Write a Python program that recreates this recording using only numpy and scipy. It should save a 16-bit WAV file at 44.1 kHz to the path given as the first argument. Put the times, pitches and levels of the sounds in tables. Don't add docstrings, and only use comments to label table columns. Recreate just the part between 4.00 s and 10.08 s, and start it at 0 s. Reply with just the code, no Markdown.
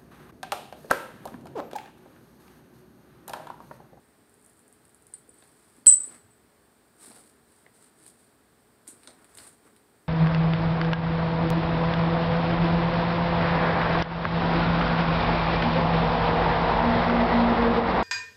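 import sys
import numpy as np
from scipy import signal
from scipy.fft import rfft, irfft
from scipy.io import wavfile

SR = 44100
rng = np.random.default_rng(int(sys.argv[2]) if len(sys.argv) > 2 else 0)


def wav_record(signal):
    frames = np.transpose(np.atleast_2d(signal))
    bounded = np.clip(frames, -1, 1)
    quanta = np.round(bounded * 32767).astype(np.int16)
    wavfile.write(sys.argv[1], SR, quanta)


N = 268128
TIME = np.arange(N) / SR
BLOW_TIME = TIME[:SR * 3 // 4]


def gain_of(db):
    return 10 ** (np.asarray(db) / 20)


def unit_rms(x):
    return x / np.sqrt(np.mean(x ** 2) + 1e-20)


def curve_at(points, hz):
    point_hz, values = np.transpose(points)
    return np.interp(np.log(hz + 1), np.log(point_hz + 1), values)


def coloured(x, spectrum):
    gains = gain_of(curve_at(spectrum, np.fft.rfftfreq(len(x), 1 / SR)))
    return unit_rms(irfft(rfft(x) * gains, len(x)))


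def resonate(x, hz, width_hz, order=1):
    edges = np.hypot(hz, width_hz / 2) + np.array([-width_hz, width_hz]) / 2
    band = signal.butter(order, np.clip(edges, 10, SR / 2 - 10), "bandpass", fs=SR, output="sos")
    return signal.sosfilt(band, x)


def ringing(modes):
    return sum(gain_of(db - 60 * BLOW_TIME / t60) * np.sin(2 * np.pi * hz * BLOW_TIME)
               for hz, db, t60 in modes)


def add_blow(mix, start, sound, db):
    part = mix[round(start * SR):][:len(sound)]
    part += (gain_of(db) * sound / np.sqrt(np.sum(sound ** 2) / (SR / 40)))[:len(part)]


def stairwell(wet_db):
    # frequency in Hz, reverberation time in seconds.
    decay_times = [(200, 0.49), (2000, 0.21), (8000, 0.24), (15000, 0.19)]
    n = len(BLOW_TIME)
    reflections = rng.choice([-1, 1], n) * (rng.random(n) < 1 / 6) * (BLOW_TIME > .002)
    hz, t, spectra = signal.stft(reflections, SR, nperseg=256)
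    decay = gain_of(-60 * t / curve_at(decay_times, hz)[:, None])
    tail = signal.istft(spectra * decay, SR, nperseg=256)[1][:n]
    return gain_of(wet_db) * tail / np.linalg.norm(tail)


def scuff(t60, wet_db):
    contact = rng.standard_normal(len(BLOW_TIME)) * gain_of(-60 * BLOW_TIME / t60)
    return contact / np.linalg.norm(contact) + stairwell(wet_db)


def background(air_db=-63.5, hiss_db=-68.5):
    # frequency in Hz, relative level in dB.
    air_spectrum = [(25, -34.5), (42, -27), (55, -5.5), (120, -7), (250, -3), (400, -5), (520, -10),
                    (690, -9), (900, -12), (1700, -13.5), (2600, -22), (3900, -46.5)]
    hiss_spectrum = [(1500, -40.5), (3000, -7.5), (4600, -6.5), (5700, -11.5), (6500, -14.5), (7400, -8.5),
                     (8650, 1), (9600, -7.5), (11000, -11), (15500, -10.5)]
    # frequency in Hz, rms level in dB.
    hum_tones = [(118.4, -79.5), (236.9, -77), (419.9, -74.5), (457.6, -82.5)]
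    air = gain_of(air_db) * coloured(rng.standard_normal(N), air_spectrum)
    hiss = gain_of(hiss_db) * coloured(rng.standard_normal(N), hiss_spectrum)
    hum = sum(gain_of(db) * np.sqrt(2) * np.sin(2 * np.pi * (hz * TIME + rng.random()))
              for hz, db in hum_tones)
    return air + hiss + hum


def strap_crackle(creaks_per_s=22, db=-74, spread_db=4.0, hz=9300, width_hz=2600):
    reaching = (TIME > .15) & (TIME < 1.8)
    sizes = gain_of(spread_db * np.minimum(rng.exponential(1, N), 3))
    creaks = sizes * (rng.random(N) < creaks_per_s / SR) * reaching
    contacts = signal.fftconvolve(creaks, scuff(t60=0.0054, wet_db=-6.5))[:N]
    return gain_of(db) * unit_rms(resonate(contacts, hz, width_hz, order=2))


def fur_rustle(slips_per_s=1000, catch_hz=70, catch_db=1.6, swell_db_per_s=331, fade_db_per_s=190.5):
    # time of full speed and hold in seconds, hiss and body levels in dB.
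    strokes = [(1.36, 0.44, -66.5, -74.5), (1.974, 0.081, -57, -62.5), (2.111, 0.039, -57.5, -56.5),
               (3.023, 0.07, -52, -61.5), (3.155, 0.0089, -53.5, -61), (3.202, 0.099, -63, -72.5),
               (3.5, 0.12, -66.5, -78), (3.757, 0.0095, -62.5, -73), (3.828, 0.02, -59.5, -68.5),
               (3.989, 0.048, -64, -71.5), (4.067, 0.011, -56, -75), (4.19, 0.061, -65.5, -77.5),
               (4.89, 0.22, -65.5, -67.5), (5.175, 0.055, -69.5, -63.5), (5.3, 0.051, -65.5, -66),
               (5.382, 0.093, -53.5, -59), (5.655, 0.016, -65.5, -62.5)]
    # frequency in Hz, relative level in dB.
    hiss_spectrum = [(2000, -23), (3000, -15.5), (4600, -8.5), (6200, -16.5), (7300, -9.5), (8100, 0.5),
                     (8900, 1), (10000, -5.5), (12000, -16), (15500, -21)]
    body_spectrum = [(60, -23), (280, 5.5), (600, -3), (1400, 0), (2200, -6), (3200, -23), (6000, -38)]
    sizes = gain_of(np.minimum(rng.exponential(1, N), 4))
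    slips = unit_rms(sizes * rng.choice([-1, 1], N) * (rng.random(N) < slips_per_s / SR))
    lowpass = signal.butter(2, catch_hz, fs=SR, output="sos")
    catches = unit_rms(signal.sosfilt(lowpass, rng.standard_normal(N)))
    sliding = 0.94 * rng.standard_normal(N)
    friction = (slips + sliding) * gain_of(catch_db * catches)
    hiss_power, body_power = np.zeros((2, N))
    for onset, hold, hiss_db, body_db in strokes:
        swell_db = swell_db_per_s * np.maximum(onset - TIME, 0)
        fade_db = fade_db_per_s * np.maximum(TIME - onset - hold, 0)
        speed = gain_of(-swell_db - fade_db)
        hiss_power += (gain_of(hiss_db) * speed) ** 2
        body_power += (gain_of(body_db) * speed) ** 2
    hiss = coloured(friction, hiss_spectrum) * np.sqrt(hiss_power)
    body = coloured(friction, body_spectrum) * np.sqrt(body_power)
    return hiss + body


def wood_bumps(contact_t60=.05, relative_width=0.63):
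    # start in seconds, level in dB, resonance in Hz.
    bumps = [(1.287, -57.5, 334), (1.783, -58, 270), (1.8628, -69, 800), (1.864, -49, 241),
             (1.868, -59.5, 66), (2.074, -55, 290), (2.237, -59, 110), (3.075, -55, 280), (3.1, -56, 250),
             (3.11, -60, 680), (3.164, -58.5, 620), (4.881, -55.5, 296), (4.926, -59.5, 290),
             (5.077, -57.5, 294), (5.35, -61, 88), (5.653, -60, 293)]
    out = np.zeros(N)
    for start, db, hz in bumps:
        contact = scuff(contact_t60, wet_db=-3.5)
        add_blow(out, start, resonate(contact, hz, hz * relative_width, order=2), db)
    return out


def claw_taps(contact_t60=.009, hollow_hz=1750, hollow_width_hz=690):
    # start in seconds, level in dB, cutoff in Hz, hollow ring in dB, echo-to-direct ratio in dB.
    taps = [(1.424, -61, 4000, 3, -3), (3.664, -57, 1700, 10, -8), (5.074, -46.5, 8050, -10, -5),
            (5.104, -59.5, 4770, 0, 0)]
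    # centre and width in Hz, relative level in dB.
    resonances = [(686, 630, 2.5), (1290, 390, -2), (4000, 960, 3), (5800, 940, 0), (8650, 980, 8.5)]
    out = np.zeros(N)
    for start, db, cutoff_hz, hollow_db, wet_db in taps:
        contact = scuff(contact_t60, wet_db)
        tap = np.zeros_like(contact)
        for hz, width_hz, mode_db in resonances + [(hollow_hz, hollow_width_hz, hollow_db)]:
            strength = gain_of(mode_db) / np.hypot(1, (hz / cutoff_hz) ** 3)
            tap += strength * unit_rms(resonate(contact, hz, width_hz, order=2))
        add_blow(out, start, tap, db)
    return out


def collar_ticks(contact_t60=0.011):
    # start in seconds, then level, dull-to-bright ratio and echo-to-direct ratio in dB.
    ticks = [(0.852, -65, -10, -6), (1.138, -60, -5, 4), (1.8622, -45, -2.5, 8), (3.047, -59, -7, -7),
             (3.116, -57, -1.5, -3), (3.163, -59, -5.5, -2), (4.038, -62.5, -19, -9),
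             (4.0638, -53, -13, -7), (4.079, -54, -22, -6.5), (4.872, -57, -6, 3), (4.8774, -42.5, -29, 1),
             (4.887, -50, -14, 3), (5.0334, -56.5, -4, 2), (5.2444, -58.5, -9, -3),
             (5.351, -55.5, -24, -10), (5.3731, -47.5, -13, 1), (5.385, -50.5, 4, -3),
             (5.4696, -52, -19, 7), (5.7636, -62, -6, -2)]
    resonances = [(1700, 3200), (4150, 1200), (8750, 1200)]
    knock, snap, microphone_peak = resonances
    out = np.zeros(N)
    for start, db, dull_db, wet_db in ticks:
        contact = scuff(contact_t60, wet_db)
        dull = unit_rms(resonate(contact, *knock, order=2)) + unit_rms(resonate(contact, *snap))
        bright = unit_rms(resonate(contact, *microphone_peak))
        add_blow(out, start, bright + gain_of(dull_db) * dull, db)
    return out


def name_tag(contact_t60=.003, wet_db=3):
    # start in seconds, level in dB.
    clacks = [(1.8614, -42.5), (1.895, -44.5), (2.082, -68.5)]
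    # frequency in Hz, relative level in dB, 60 dB decay time in seconds.
    tag_modes = [(1980, -8.5, .006), (3260, -0.5, 0.007), (4250, 2, 0.0086)]
    out = np.zeros(N)
    for start, db in clacks:
        clack = signal.fftconvolve(ringing(tag_modes), scuff(contact_t60, wet_db))
        add_blow(out, start, clack[:len(BLOW_TIME)], db)
    return out


def bell(contact_s=0.00032, crack_t60=0.0061, crack_wet_db=8, crack_to_ring_db=-32.5):
    # start in seconds, then level, gain of the second mode,
    # gain of the high modes and echo-to-direct ratio, all in dB.
    clinks = [(1.138, -40, 3.5, -19, -11.5), (1.2925, -53.5, 6, -28, -7), (1.341, -61, 5, 6, -3),
              (1.384, -60.5, -2, -22, 3.5), (1.8625, -29, 1, 0, 5), (1.8685, -4.5, -14.5, -49, -2.5),
              (1.8772, -23, -17, -46, 2.5), (1.884, -8.5, -19.5, -50.5, 1), (1.936, -20, -17, -50, -2),
              (1.991, -41, 0, -32, 4), (2.034, -32, -11, -22, 1), (2.06, -41, -8, -26, 1),
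              (2.158, -55.5, -9, -23, 0), (2.305, -62, -3.5, -24, 11)]
    # frequency in Hz, relative level in dB, 60 dB decay time in seconds.
    low_modes = [(7997, -8.5, 0.089), (8060, -8, .06), (8050, -33.5, 0.5)]
    second_mode = [(8880, 0, .032)]
    high_modes = [(10300, -12.5, 0.013), (13640, -8, .016), (14000, -9, .018), (14840, -8, .012)]
    # frequency in Hz, relative level in dB.
    crack_spectrum = [(500, -13), (2000, -6), (3200, 0.5), (4250, -0.5), (5200, -6.5), (9000, -1.5),
                      (10800, 7), (12500, 3), (15300, 13)]
    out = np.zeros(N)
    swell = 1 - np.exp(-BLOW_TIME / contact_s)
    low, second, high = ringing(low_modes), ringing(second_mode), ringing(high_modes)
    for start, db, second_db, high_db, wet_db in clinks:
        ring = swell * (low + gain_of(second_db) * second + gain_of(high_db) * high)
        echoes = signal.fftconvolve(ring, stairwell(wet_db=0))[:len(BLOW_TIME)]
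        add_blow(out, start, unit_rms(ring) + gain_of(wet_db) * unit_rms(echoes), db)
        crack = coloured(scuff(crack_t60, crack_wet_db), crack_spectrum)
        add_blow(out, start, crack[:len(BLOW_TIME) // 2], db + crack_to_ring_db)
    return out


def microphone_port(x, dip_hz=6200, dip_width_hz=1500, dip_depth=0.51, cutoff_hz=11800):
    dipped = x - dip_depth * resonate(x, dip_hz, dip_width_hz)
    return signal.sosfilt(signal.butter(2, cutoff_hz, fs=SR, output="sos"), dipped)


def scene():
    impacts = microphone_port(bell() + name_tag() + collar_ticks() + claw_taps())
    return (impacts + wood_bumps() + fur_rustle() + background() + strap_crackle())[None]


def record(dry):
    ceiling, edge_hz = .68, 15650
    oversampled = signal.resample_poly(dry, 4, 1, axis=1)
    saturated = oversampled / (1 + (oversampled / ceiling) ** 6) ** (1 / 6)
    rounded = signal.resample_poly(saturated, 1, 4, axis=1)
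    lowpass = signal.firwin(511, edge_hz, window=("kaiser", 9), fs=SR)
    return signal.oaconvolve(rounded, lowpass[None], "same")


dry = scene()
out = record(dry)
wav_record(out)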